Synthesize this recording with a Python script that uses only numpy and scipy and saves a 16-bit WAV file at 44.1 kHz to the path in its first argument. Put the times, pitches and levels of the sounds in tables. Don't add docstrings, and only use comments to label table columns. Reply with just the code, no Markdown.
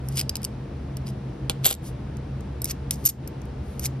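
import sys
import numpy as np
from scipy import signal
from scipy.fft import rfft, irfft, next_fast_len
from scipy.io import wavfile
from scipy.ndimage import uniform_filter1d, minimum_filter1d

SR = 44100
rng = np.random.default_rng(int(sys.argv[2]) if len(sys.argv) > 2 else 0)


def pcm_store(signal):
    levels = np.round(np.clip(np.atleast_2d(signal), -1, 1) * 32767)
    wavfile.write(sys.argv[1], SR, levels.astype(np.int16).T)


N = 176400


def amp(db):
    return 10 ** (np.asarray(db) / 20)


def unit(x):
    return x / np.sqrt(np.mean(x ** 2) + 1e-20)


def along(points, hz):
    f, v = np.transpose(points)
    return np.interp(np.log(hz + 1), np.log(f + 1), v)


def filtered(x, response):
    n = x.shape[-1]
    m = next_fast_len(n + 8192)
    return irfft(rfft(x, m) * response(np.fft.rfftfreq(m, 1 / SR)), m)[..., :n]


def noise(colour, size, tilt_db=0):
    white = rng.standard_normal(size)
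    return unit(filtered(white, lambda hz: amp(along(colour, hz) + tilt_db * np.log2(hz.clip(3e3, 12e3)))))


def add(track, s, sound):
    i = max(round(s * SR), 0)
    track[i:i + len(sound)] += sound[:max(len(track) - i, 0)]


def ring(modes, t, t60, scatter_db=1.1, detune=.004, rise_s=.0009):
    tones = sum(amp(db + scatter_db * rng.normal())
                * np.sin(2 * np.pi * (hz * (1 + detune * rng.normal()) * t + rng.random()))
                for hz, db in modes)
    return np.sqrt(2) * tones * amp(-60 * t / t60) * (1 - np.exp(-t / rise_s))


def room_tone(mid_db=-35, side_db=-50.5, left_db=1.4):
    # frequency in Hz, level in dB.
    mid_colour = [(25, -46), (32, -37), (40, -15), (53, -7), (76, -2), (97, -13.5), (130, -4), (157, -12),
                  (212, -13), (310, -14.5), (400, -20.5), (677, -27.5), (1230, -34), (5570, -50.5),
                  (7300, -61), (10500, -59.5), (13500, -75), (16000, -86)]
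    side_colour = [(60, -28), (156, -8), (301, -9.5), (698, 0), (1740, -24.5), (2650, -20), (8510, -33),
                   (13900, -47), (16000, -58)]
    # centre in Hz, level in dB, half-width in Hz.
    hum_bands = [(66.2, -42, 8.2), (132.06, -36, 4.5), (205.5, -48, 14), (471.4, -56, 7), (891, -65.5, 9)]
    mid = amp(mid_db) * noise(mid_colour, N)
    side = amp(side_db) * noise(side_colour, N)
    lean = filtered(mid, lambda hz: (amp(left_db) - 1) * ((hz > 200) & (hz < 1500)))
    hum = sum(amp(db) * unit(filtered(rng.standard_normal(N), lambda f: 1 / (1 + ((f - hz) / width) ** 2)))
              for hz, db, width in hum_bands)
    return np.array([mid + hum + side + lean, mid + hum - side - lean])


def room(x, tail_db=-25, early_db=-14, early_t60=.04):
    # frequency in Hz, reverberation time in seconds.
    decay_times = [(200, .45), (1000, 0.5), (4000, 0.3), (7500, 0.2), (12000, .15)]
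    hz, t, spectra = signal.stft(rng.standard_normal((2, SR // 2)), SR, nperseg=256)
    tail = signal.istft(spectra * amp(-60 * t / along(decay_times, hz)[:, None]), SR, nperseg=256)[1]
    t = np.arange(tail.shape[1]) / SR
    early = rng.standard_normal(tail.shape) * amp(-60 * t / early_t60)
    echoes = amp(tail_db) * tail / np.linalg.norm(tail[0])
    echoes += amp(early_db) * early / np.linalg.norm(early[0])
    return signal.fftconvolve(x[None], echoes, axes=1)[:, :N]


def gloves():
    # frequency in Hz, level in dB.
    colour = [(500, -22), (2500, -6.5), (5300, 0), (8500, 0), (12000, -1), (14000, -10), (16000, -8)]
    # middle in seconds, half-length in seconds, level in dB.
    rubs = [(0.12, 0.07, -57), (1.87, 0.031, -46), (3.01, .05, -56.5), (3.714, .08, -59.5)]
    t = np.arange(N) / SR
    return noise(colour, N) * sum(amp(db) * np.exp(-((t - s) / half) ** 2) for s, half, db in rubs)


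def knocks():
    # start in seconds, gain in dB.
    landings = [(1.497, -32), (1.657, -26), (1.709, -29.5)]
    # frequency in Hz, level in dB.
    board_modes = [(240, -8), (345, -6), (495, 1), (620, -1), (790, -2), (1080, -9), (1400, -13),
                   (2330, -7)]
    out, t = np.zeros(N), np.arange(SR // 4) / SR
    for s, db in landings:
        add(out, s, amp(db) * ring(board_modes, t, t60=.08))
    return out


def coin_at(s, to_table_s=1.3, second_s=2.0, lifted_s=2.66):
    # frequency in Hz, level in dB.
    first_colour = [(300, -26.5), (1400, -19.5), (2300, -7), (3020, -3.5), (3700, -7), (4400, -4),
                    (5050, 6), (6000, -4), (8200, 2), (10000, -4), (12500, -1), (14000, -13), (16000, -15)]
    first_modes = [(5060, -2), (5589, -14), (7750, -12), (8520, -8), (12450, -11), (3030, -14)]
    table_colour = [(200, -20), (480, -5), (1500, -8.5), (2500, -3), (3350, 4.5), (5400, -2.5), (7900, 3),
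                    (9600, -5), (12400, 3), (14000, -11), (16000, -22)]
    table_modes = [(7360, -5), (7720, -12), (8030, -13), (12420, -3.5), (12200, -13)]
    second_colour = [(300, -27.5), (1500, -22), (2200, -7), (3200, -11), (4300, -7), (5400, 2), (6600, 2),
                     (8700, 1), (10300, -5), (12100, -1), (13500, -11), (16000, -17)]
    second_modes = [(11940, 1), (11750, -18), (12080, -15), (7650, -14), (8700, -15), (6700, -13),
                    (5420, -20)]
    prised_modes = [(3860, -12), (5179, -6), (8306, -4), (9970, -6), (12130, -1)]
    stack_rise_s, table_rise_s, gripped_t60, loose_t60 = .0009, .000297, .014, .029
    if s < to_table_s:
        return first_colour, first_modes, stack_rise_s, gripped_t60
    if s < second_s:
        return table_colour, table_modes, table_rise_s, loose_t60
    if s < lifted_s:
        return second_colour, prised_modes, stack_rise_s, gripped_t60
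    return second_colour, second_modes, stack_rise_s, loose_t60


def slides(slips_per_s=900, scatter_db=4, slip_t60=.004, hiss=.6, ring_db=-10):
    # time of peak pressure, 30 dB swell and 30 dB fade, all in seconds,
    # level in dB, tilt in dB per octave.
    strokes = [(.182, .032, .05, -24.5, -2), (.16, .08, .03, -43, -3), (1.503, .0034, .04, -41, -6),
               (1.073, .025, .05, -43, -4), (1.1, .036, .012, -46.5, 5), (1.667, .028, .06, -19.5, -2.5),
               (1.712, .04, .04, -27, -1), (2.7095, .055, .016, -29, -5), (2.675, .04, .06, -44, -3),
               (2.917, .006, .06, -36, -3), (3.064, .02, .032, -17.5, 1), (3.094, .03, .022, -24, 0),
               (3.857, .06, .022, -27.5, -2)]
    out, t = np.zeros(N), np.arange(SR // 2) / SR
    middle, short = t[-1] / 2, t[:SR // 20]
    for s, swell, fade, db, tilt_db in strokes:
        colour, modes, *_ = coin_at(s)
        slipping = rng.random(len(t)) < slips_per_s / SR
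        slips = slipping * amp(scatter_db * np.clip(rng.standard_normal(len(t)), -2, 2))
        grain = unit(signal.fftconvolve(slips, amp(-60 * short / slip_t60))[:len(t)])
        rasp = unit((grain + hiss) * noise(colour, len(t), tilt_db))
        singing = unit(signal.fftconvolve(slips, ring(modes, short, t60=.014))[:len(t)])
        pressure = amp(-30 * np.where(t < middle, (middle - t) / swell, ((t - middle) / fade) ** 2))
        sound = amp(db) * pressure * (rasp + amp(ring_db) * singing)
        add(out, s - middle, sound[max(round((middle - s) * SR), 0):])
    return out


def clinks(crack_t60=.0085):
    # start in seconds, level in dB, crack tilt in dB per octave, relative ring gain in dB.
    contacts = [ (.086, -27.5, 10, -4.5), (.124, -43, 2, -4), (.158, -33, 6, -8), (.172, -20, -1, -8),
                (.194, -20.5, 4, 4), (.201, -21, -0.5, -2), (.212, -19.5, -3, -1), (.2938, -20, 0.5, 6),
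                (.355, -22, -1, 2), (.367, -26.5, 2.5, -1), (.418, -41, 1, -2), (.431, -31, 1, -4),
                (.4425, -25, 5, -9), (.4482, -18.5, 4.5, -4), (.9688, -34, 2, -1),
                (1.4967, -11.5, -2.5, -20), (1.5017, -24, -3, -10), (1.639, -34.5, -3, -8),
                (1.645, -19, -2.5, 2), (1.6525, -15, -3, 2), (1.6567, -9.5, -1, -3), (1.6636, -10, 3, 10.5),
                (1.668, -15, 1, 1), (1.683, -22, -1, 2), (1.690, -18, 3, 2), (1.699, -22, 5, 1),
                (1.7044, -14.5, 1.5, 1), (1.710, -14, 1, -2), (1.727, -18, 1.5, -4), (1.740, -24, 2.5, -6),
                (1.750, -29, 5, -8), (2.169, -44.5, -0.5, -15), (2.407, -44.5, -1.5, -18),
                (2.618, -28, 4, 5), (2.6435, -17, 10.5, -2), (2.655, -21.5, 1, -4), (2.712, -27, -2, -3),
                (2.9085, -10.5, 2.5, -18), (3.041, -40, 0.5, -1), (3.0525, -17.5, 4, 7.5),
                (3.0595, -13.5, 3.5, 13), (3.0665, -9.5, 4, -2), (3.0745, -16, 0, 1), (3.0895, -17.5, 3, 5),
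                (3.098, -23, -1, -7), (3.2752, -33, 5, -2), (3.417, -47, -2, -15),
                (3.4545, -49.5, 6.5, -17), (3.7945, -27, 0, -2), (3.856, -17, -1.5, -14),
                (3.863, -24, 0, -11)]
    out, t = np.zeros(N), np.arange(SR // 6) / SR
    for s, db, tilt_db, ring_db in contacts:
        colour, modes, rise, t60 = coin_at(s)
        envelope = amp(-60 * t / crack_t60) * (1 - np.exp(-(t / rise) ** 2))
        crack = noise(colour, len(t), tilt_db) * envelope / envelope.max()
        add(out, s, amp(db) * (crack + amp(ring_db) * ring(modes, t, t60)))
    return out


def scene():
    # frequency in Hz, phase lead of the left port in radians.
    port_phase = [(100, 1), (2500, 1.5), (5200, 0.93), (7100, 2.5), (9000, 5), (10700, 6), (11900, 7.6),
                  (12400, 8.2), (16000, 10)]
    coins = clinks() + knocks() + slides() + gloves()
    direct = filtered(coins, lambda hz: np.exp(.5j * along(port_phase, hz) * np.array([[1], [-1]])))
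    return direct + room(coins) + room_tone()


def record(dry):
    limit_db, hold_s, recover_db_per_s, top_hz = -9.5, .105, 100, 15900
    power = np.abs(uniform_filter1d(np.mean(dry ** 2, axis=0), size=88))
    cut_db = np.maximum(10 * np.log10(power + 1e-12) - limit_db, 0)
    hold = 2 * int(hold_s * SR / 2) + 1
    held = -minimum_filter1d(-cut_db, hold, origin=hold // 2)
    ramp = recover_db_per_s * np.arange(N) / SR
    gain_db = ramp - np.maximum.accumulate(held + ramp)
    limited = dry * amp(uniform_filter1d(gain_db, size=44))
    return filtered(limited, lambda hz: 1 / np.sqrt(1 + (hz / top_hz) ** 120))


dry = scene()
out = record(dry)
pcm_store(out)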